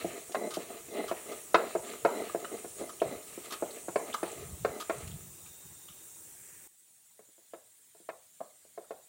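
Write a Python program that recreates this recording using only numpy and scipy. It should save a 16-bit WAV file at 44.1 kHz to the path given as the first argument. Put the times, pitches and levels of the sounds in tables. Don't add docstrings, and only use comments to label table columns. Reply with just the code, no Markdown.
import sys
import numpy as np
from scipy import signal
from scipy.fft import rfft, irfft, next_fast_len
from scipy.io import wavfile
from scipy.ndimage import uniform_filter1d

SR = 44100
rng = np.random.default_rng(int(sys.argv[2]) if len(sys.argv) > 2 else 0)


def gain_from_db(level_db):
    decades = np.asarray(level_db, float) / 20
    return 10 ** decades


def file_out(sig):
    cols = np.atleast_2d(sig).T
    lim = np.clip(cols, -1, 1)
    pcm = np.round(lim * 32767).astype(np.int16)
    wavfile.write(sys.argv[1], SR, pcm)


N = 400428
T = np.arange(N) / SR
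CHANGE_S = 6.675
BEFORE = T < CHANGE_S


def level(x, db):
    return x * gain_from_db(db) / np.sqrt(np.mean(x ** 2))


def curve(table):
    s, db = np.transpose(table)
    return np.interp(T, s, db)


def spectrum_at(table, hz):
    table = np.array(table)
    return np.interp(np.log(hz), np.log(table[:, 0]), table[:, 1])


def band(x, lo_hz, hi_hz):
    return signal.sosfilt(signal.butter(2, [lo_hz, hi_hz], "bandpass", fs=SR, output="sos"), x)


def coloured(colour, lo_hz=1, hi_hz=SR):
    size = next_fast_len(N, True)
    hz = np.maximum(np.fft.rfftfreq(size, 1 / SR), 1)
    gain = gain_from_db(spectrum_at(colour, hz)) * (hz > lo_hz) * (hz <= hi_hz)
    return level(irfft(rfft(rng.standard_normal(N), size) * gain, size)[:N], 0)


def walk(rate_hz):
    k = int(SR / rate_hz)
    held = np.repeat(rng.standard_normal(N // k + 1), k)
    return 1.3 * uniform_filter1d(uniform_filter1d(held, k), k)[:N]


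def patchy(x, spread_db):
    z = signal.stft(x, nperseg=512)[2]
    field = uniform_filter1d(rng.standard_normal(z.shape), size=3, axis=0)
    field = uniform_filter1d(field, size=5, axis=1)
    return level(signal.istft(z * gain_from_db(spread_db * field / field.std()), nperseg=512)[1][:N], 0)


def streaky(x, spread_db):
    z = signal.stft(x, nperseg=1024)[2]
    field = uniform_filter1d(rng.standard_normal(z.shape), size=50, axis=1)
    return signal.istft(z * gain_from_db(spread_db * field / field.std()), nperseg=1024)[1][:N]


def swells(rows, rise_db_s, fall_db_s):
    t = np.arange(0, N, 32) / SR
    s, held, db = np.transpose(rows)[:, :, None]
    db = db - rise_db_s * np.maximum(s - t, 0) - fall_db_s * np.maximum(t - s - held, 0)
    power = np.sum(gain_from_db(np.maximum(db, -150)) ** 2, axis=0)
    return np.interp(T, t, 10 * np.log10(power))


def ring(modes, extra_db, damp=0.8):
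    hz, db, t60 = np.transpose(modes)
    t = np.arange(SR // 10)[:, None] / SR
    sense = (-1) ** np.arange(len(hz))
    decay = gain_from_db(-60 * t / (damp * t60))
    return np.sum(sense * gain_from_db(db + extra_db) * np.sin(2 * np.pi * hz * t) * decay, axis=1)


def grains(rate_hz, spread_db):
    slips = (rng.random(N) < rate_hz / SR) * rng.standard_normal(N)
    return slips * gain_from_db(spread_db * rng.exponential(size=N))


def add(out, x, s, db):
    i = int(s * SR)
    x = x[:len(out) - i]
    out[i:i + len(x)] += x * gain_from_db(db) / np.max(np.abs(x))


def floor_db(db, fade_db_s, quiet_db, recover_db):
    fade_from_s, recover_s = 4.52, 1
    fading = np.maximum(T - fade_from_s, 0)
    recovery = recover_db * np.exp(-np.maximum(T - CHANGE_S, 0) / recover_s)
    return np.where(BEFORE, db - fade_db_s * fading, quiet_db + recovery)


# (frequency [Hz], density [dB per Hz])
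HISS_COLOUR = [(2650, -47), (4500, -14), (4840, -30), (5610, -8.5), (6000, -8), (7050, 2), (7630, 1.5),
               (8830, 3.5), (9550, -2), (10300, -1), (11900, -9), (14700, -2), (15700, -0.5)]
# (time [s], level [dB])
WHISTLE = [
    (5.0, -89),
    (5.5, -65.5),
    (6.17, -71),
    (6.27, -98),
]


def hiss():
    split_hz = 11300
    low_db = floor_db(-50.5, 1.83, -62, -1.8) + 0.9 * walk(6.7) * BEFORE
    top_db = floor_db(-51, 0.5, -61.5, -1.8) + 0.7 * walk(6)
    low = patchy(coloured(HISS_COLOUR, 4500, split_hz), 2.4) * gain_from_db(low_db)
    top = patchy(coloured(HISS_COLOUR, split_hz), 1.8) * gain_from_db(top_db)
    whistle = level(band(rng.standard_normal(N), 3620, 3800), 0)
    whistle *= gain_from_db(curve(WHISTLE) + 1.6 * walk(7.4))
    return streaky(low + top, 2.6) * gain_from_db(-0.85) + whistle


# (frequency [Hz], density [dB per Hz])
HUM_COLOUR = [(15, -52.5), (25, -9), (97, -8.5), (291, -6.5), (349, -1), (429, -5), (664, -11), (779, -9.5),
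              (1260, -12.5), (1910, -14), (3710, -13), (4770, -16.5), (6000, -8.5), (7800, -38),
              (13200, -120)]
# (frequency [Hz], density [dB per Hz])
QUIET_COLOUR = [(15, -50), (25, -12), (65, -15), (90, -4.5), (1100, -12), (2040, -7), (2690, -9.5),
                (3710, -5), (4770, -9), (6000, -10), (7800, -31), (13200, -120)]


def kitchen_air():
    air = np.where(BEFORE, coloured(HUM_COLOUR, 1, 6000), coloured(QUIET_COLOUR, 1, 6000))
    return patchy(air, 2.5) * gain_from_db(floor_db(-59.5, 2, -70, -4.5) + 0.22 * walk(8))


# (time [s], level [dB])
SWISH = [
    (6.25, -79),
    (6.4, -67),
    (6.6, -66.5),
    (6.67, -72),
]


def sleeve():
    return BEFORE * level(band(rng.standard_normal(N), 1500, 2500), 0) * gain_from_db(curve(SWISH))


# (start [s], held [s], level [dB])
PUFFS = [(0.05, 0.052, -61), (2.77, 0.054, -63), (3.07, 0.043, -50), (4.39, .16, -51), (4.57, 0.066, -49.5),
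         (4.66, 0.023, -51.5), (5.005, 0.11, -43), (5.23, 0.071, -50.5), (5.45, 0.037, -68),
         (5.65, 0.07, -63.5)]
# (frequency [Hz], density [dB per Hz])
PUFF_COLOUR = [(12, -49.5), (20, -13), (44, -13.5), (91, -2), (175, -3), (210, -15.5), (260, -22.5),
               (340, -48), (570, -120)]


def puffs():
    jolt_db, jolt_share, jolt_s = -61.5, 0.25, 0.03
    rise_db_s, fall_db_s = 347, 296.5
    quiet_jolt_db, draught_db = -15, -75
    jolts = [(s, jolt_s, jolt_db + jolt_share * db) for s, db, *_ in BLOWS + LATER_BLOWS]
    gusts = gain_from_db(swells(PUFFS + jolts, rise_db_s, fall_db_s))
    gusts = gusts * np.where(BEFORE, 1, gain_from_db(quiet_jolt_db)) + gain_from_db(draught_db) * BEFORE
    return coloured(PUFF_COLOUR, 1, 240) * gusts * gain_from_db(4.4 * walk(57))


def background():
    duck_db, duck_s = -0.5, 0.28
    s, db = np.transpose(BLOWS)[:2]
    press = np.bincount((s * SR).astype(int), gain_from_db(db - db.max()), N)
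    duck = duck_db * signal.lfilter([1], [1, -np.exp(-1 / (duck_s * SR))], press)
    return (hiss() + kitchen_air()) * gain_from_db(duck) + sleeve() + puffs()


# (frequency [Hz], t60 [s])
KITCHEN = [(150, 0.14), (500, 0.31), (1800, 0.4), (5000, 0.18)]


def echoes(count):
    kitchen_db = -13
    t, tail = np.arange(SR // 3) / SR, 0
    for hz in 125 * 2.0 ** np.arange(7):
        octave = band(rng.standard_normal((count, len(t))), hz / np.sqrt(2), hz * np.sqrt(2))
        tail = tail + octave * gain_from_db(-60 * t / spectrum_at(KITCHEN, hz))
    tail = tail * np.clip(t / 0.009, 0, 1)
    tail = tail * gain_from_db(kitchen_db) / np.sqrt(np.sum(tail ** 2, axis=1, keepdims=True))
    tail[:, 0] = 1
    return tail


# (time [s], peak level [dB], centre [Hz])
TICKS = [(1.099, -43, 2950), (2.11, -52, 4200), (3.000, -41, 3000), (3.227, -50, 4000), (3.707, -43, 4100),
         (4.079, -44, 10500), (4.128, -35.5, 3250), (4.232, -36, 9500), (4.316, -36, 7760),
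         (4.982, -36, 8750), (5.113, -45, 3200), (5.460, -50.5, 2630), (5.885, -43.5, 3200),
         (5.925, -52, 3080), (8.84, -60, 1350)]


def ticks():
    out, t = np.zeros(N), np.arange(SR // 40) / SR
    for (s, db, hz), snap in zip(TICKS, rng.standard_normal((len(TICKS), len(t)))):
        add(out, band(snap * np.exp(-t / 0.0074), 0.87 * hz, 1.1 * hz), s, db)
    return out


# (time [s], peak level [dB], rasp against the peak [dB], length [s])
SCUFFS = [(0.319, -58, 13, 0.018), (0.465, -58, -8, 0.016), (0.505, -44, 2, 0.034),
          (0.538, -42.5, 7, 0.036), (1.08, -38, -4, 0.031), (1.316, -45.5, 2.5, 0.02),
          (2.295, -39.5, -26, 0.01), (2.445, -35, -13, 0.012), (2.782, -53.5, 5.5, 0.053),
          (2.892, -41.5, -4, 0.017), (3.457, -49, 2, 0.0093), (3.506, -42, 3, 0.019),
          (3.522, -39, 4.5, 0.028), (4.14, -26.5, -9, 0.015), (4.75, -48.5, -9, 0.02),
          (4.8, -38.5, 2, 0.033), (5.076, -56, 12, 0.012), (5.457, -61.5, 4, 0.036),
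          (5.883, -56, -3, 0.029)]
# (frequency [Hz], level [dB], t60 [s])
SHAFT = [(1239, 13.5, 0.026), (1288, -15, 0.021), (1917, -23.5, 0.02), (3000, -2.5, 0.032),
         (4000, -18.5, 0.1)]


def scuffs():
    out, t = np.zeros(N), np.arange(SR // 10) / SR
    for (s, db, rasp_db, length_s), rub in zip(SCUFFS, rng.standard_normal((len(SCUFFS), len(t)))):
        fade = np.clip(1 - t / max(length_s, 0.003), 0, 1) ** 0.3
        rub = rub * np.clip(t / 0.0015, 0, 1) * fade
        add(out, signal.fftconvolve(rub, ring(SHAFT, 0)), s - 0.001, db + 5)
        rub = rub * np.abs(rub) ** 0.48
        rasp = band(rub, 2000, 4500) - 0.45 * band(rub, 4500, 12500)
        add(out, rasp, s - 0.001, db + rasp_db + 5.5)
    return out


# (start [s], held [s], pressure on the bowl [dB], grit [dB])
STROKES = [(0.0, 0.015, -45.5, -40), (0.11, 0.065, -44.5, -48.5), (0.37, 0.01, -35, -55),
           (0.42, 0.044, -36, -61), (0.6, 0.025, -46.5, -47), (0.7, 0.076, -47, -49.5),
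           (0.955, 0.057, -32.5, -44.5), (1.15, 0.12, -51, -50.5), (1.288, 0.037, -40.5, -47),
           (1.575, .08, -40.5, -44.5), (1.67, .04, -54, -47), (1.845, 0.097, -45.5, -45),
           (2.09, .11, -35, -48), (2.24, 0.038, -45, -46.5), (2.4, 0.085, -46.5, -52),
           (2.52, 0.058, -44, -49.5), (2.802, 0.075, -45.5, -56), (3.05, 0.1, -42, -51),
           (3.28, .07, -62, -52), (3.45, 0.034, -52, -49), (3.52, 0.016, -49, -48), (3.66, .11, -50, -52.5),
           (4.0, 0.013, -42, -58), (4.075, 0.022, -40, -48), (4.26, 0.068, -46.5, -45.5),
           (4.37, 0.073, -47.5, -51.5), (4.528, .02, -56, -69), (4.69, 0.088, -45.5, -55),
           (4.93, 0.1, -49, -49.5), (5.132, 0.075, -58, -61)]
# (centre [Hz], width [Hz], level [dB])
SEEDS = [
    (2237, 1100, 2),
    (3000, 980, -1.5),
    (4050, 900, -2),
]


def grinding():
    bite_db_s, ease_db_s, grit_ease_db_s = 403, 251.5, 122
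    shaft_gain_db, pressure_share = -9, 0.26
    resting = (0.023, 5.1, -61.5, -61.5)
    strokes = np.array(STROKES + [resting])
    bowl_db = swells(strokes[:, :3], bite_db_s, ease_db_s)
    seeds_db = swells(strokes[:, [0, 1, 3]], bite_db_s, grit_ease_db_s)
    shaft_db = shaft_gain_db + pressure_share * bowl_db + (1 - pressure_share) * seeds_db

    slips = grains(2500, 2.4) * gain_from_db(2.4 * walk(60))
    tilt_db = -4 * np.log2(np.array(BOWL)[:, 0] / 400)
    bowl = level(signal.fftconvolve(slips, ring(BOWL, tilt_db, damp=0.6))[:N], -0.96)
    squeak = level(band(slips, 1960, 2140), -18) + level(band(slips, 3900, 4100), -26)

    shaft_slips = grains(2500, 2.4) * gain_from_db(1.5 * walk(27))
    shaft = signal.fftconvolve(shaft_slips, ring(SHAFT[:2], 0, damp=0.78))[:N]

    seeds = np.zeros(N)
    for hz, width_hz, db in SEEDS:
        crunch = grains(3000, 1.5) * gain_from_db(2.5 * walk(25))
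        seeds += gain_from_db(db) * band(crunch, hz - width_hz / 2, hz + width_hz / 2)
    out = (bowl + squeak) * gain_from_db(bowl_db)
    out += level(shaft, -1.4) * gain_from_db(shaft_db)
    return out + level(seeds, -7.5) * gain_from_db(seeds_db)


# (time [s], knock peak level [dB], then against the knock: thud [dB], hollow [dB], hardness [dB])
BLOWS = [(0.046, -25.5, 0.5, -6, -29), (0.296, -43, 1, -6, -11), (0.347, -20.5, -29, -17, -3),
         (0.571, -25, -2.5, -20, -24), (0.884, -53.5, 9, 0, 14), (1.114, -23, -7, -4, -6.5),
         (1.545, -4.5, -15, -23, -4.5), (1.752, -20.5, -5.5, -13, -12.5), (2.05, -11.5, -14.5, -4, -8),
         (2.348, -20.5, -8.5, -5.5, -16), (2.525, -47, 11, 7, -13), (2.646, -36.5, -3, 11, -4.5),
         (2.813, -35.5, 1.5, 1, -13), (3.018, -19, -7.5, 0, -9.5), (3.377, -38.5, 5.5, -6, -11),
         (3.624, -21.5, -6.5, -7.5, -16.5), (3.884, -26, -5.5, -18, -10.5), (3.959, -18, -11.5, -0.5, -3.5),
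         (4.231, -19, -7.5, -18, -9.5), (4.649, -17, -16, -4.5, -5), (4.897, -21, -8, -9, -3)]
LATER_BLOWS = [(7.193, -48.5, -10, -3.5, -6), (7.287, -70, 7.5, 1, 3), (7.381, -60, -1.5, -3, -7),
               (7.536, -36.5, -9, -4.5, -6.5), (7.949, -53, -12, -5, -11.5), (8.002, -58, 3, 1, -16),
               (8.09, -28, -21, -11.5, -3.5), (8.406, -26.5, -27, -18, -37), (8.651, -55, -6.5, -4, -18),
               (8.777, -35.5, -10, -3, -8), (8.908, -30.5, -21.5, -2.5, -10)]
# (frequency [Hz], level [dB], t60 [s])
BOWL = [(178.8, -15, 0.12), (344.5, -3, 0.092), (447, -6, 0.018), (421.5, 10, 0.081), (579, 7, 0.066),
        (665.4, 12, 0.046), (690, -20, .05), (800, -16.5, 0.065), (926.3, -14, 0.042), (1076, -8.5, 0.036),
        (1284, -10, 0.029), (1447, -11, 0.022), (1520, -20.5, 0.054), (1722, -3.5, 0.0086),
        (2100, -16.5, 0.072), (2200, -11, .035), (2530, -17.5, 0.075), (2608, -18.5, 0.034),
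        (3200, -38, .025), (3600, -25, 0.075)]
PARTS_HZ = [0, 410, 580, 920, 1900, 5000]


def blows():
    out, modes, t = np.zeros(N), np.array(BOWL), np.arange(SR // 40) / SR
    part = np.digitize(modes[:, 0], PARTS_HZ) - 1
    hits = BLOWS + LATER_BLOWS
    place_db = 1.5 * rng.standard_normal((len(hits), len(BOWL)))
    chatter = rng.standard_normal((len(hits), len(t)))
    for (s, db, thud_db, hollow_db, hard_db), here_db, rattle, echo in zip(
            hits, place_db, chatter, echoes(len(hits))):
        crack_db = hard_db - 13.5
        push = np.sin(np.pi * np.clip(t / 0.00042, 0, 1))
        push += 0.5 * rattle * np.exp(-(t / 0.013) ** 2)
        parts_db = [thud_db, min(hollow_db, 1) - 0.5, -0.3, min(hard_db, -1) - 0.7, crack_db]
        hit = np.zeros(SR // 2)
        for k, part_db in enumerate(parts_db):
            response = ring(modes[part == k], here_db[part == k], damp=0.81)
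            add(hit, signal.fftconvolve(push, response), 0, db + part_db)
        add(hit, band(rattle, 1900, 5000) * np.exp(-t / 0.008), 0, db + crack_db)
        hit *= np.clip(np.arange(len(hit)) / SR / 0.00201, 0, 1)

        onset = hit[:len(t)] * np.exp(-t / 0.0025)
        onset *= np.sqrt(np.sum(hit ** 2) / np.sum(onset ** 2))
        tail = signal.fftconvolve(onset, echo[1:])
        hit[:len(tail)] += tail
        i = int((s - 0.0015) * SR)
        out[i:i + len(hit)] += hit[:N - i]
    return out


def scene():
    small = signal.butter(4, 200, "highpass", fs=SR, output="sos")
    rubbing = signal.fftconvolve(scuffs() + ticks() + grinding(), echoes(1)[0])[:N]
    return (signal.sosfilt(small, blows() + rubbing) + background())[None]


def low_pass(x):
    return signal.sosfilt(signal.butter(12, 16780, fs=SR, output="sos"), x)


def record(dry):
    bottom = signal.butter(2, 35, "highpass", fs=SR, output="sos")
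    top = signal.ellip(8, 0.2, 70, 15750, fs=SR, output="sos")
    return low_pass(signal.sosfilt(np.vstack([bottom, top]), dry))


dry = scene()
out = record(dry)
file_out(out)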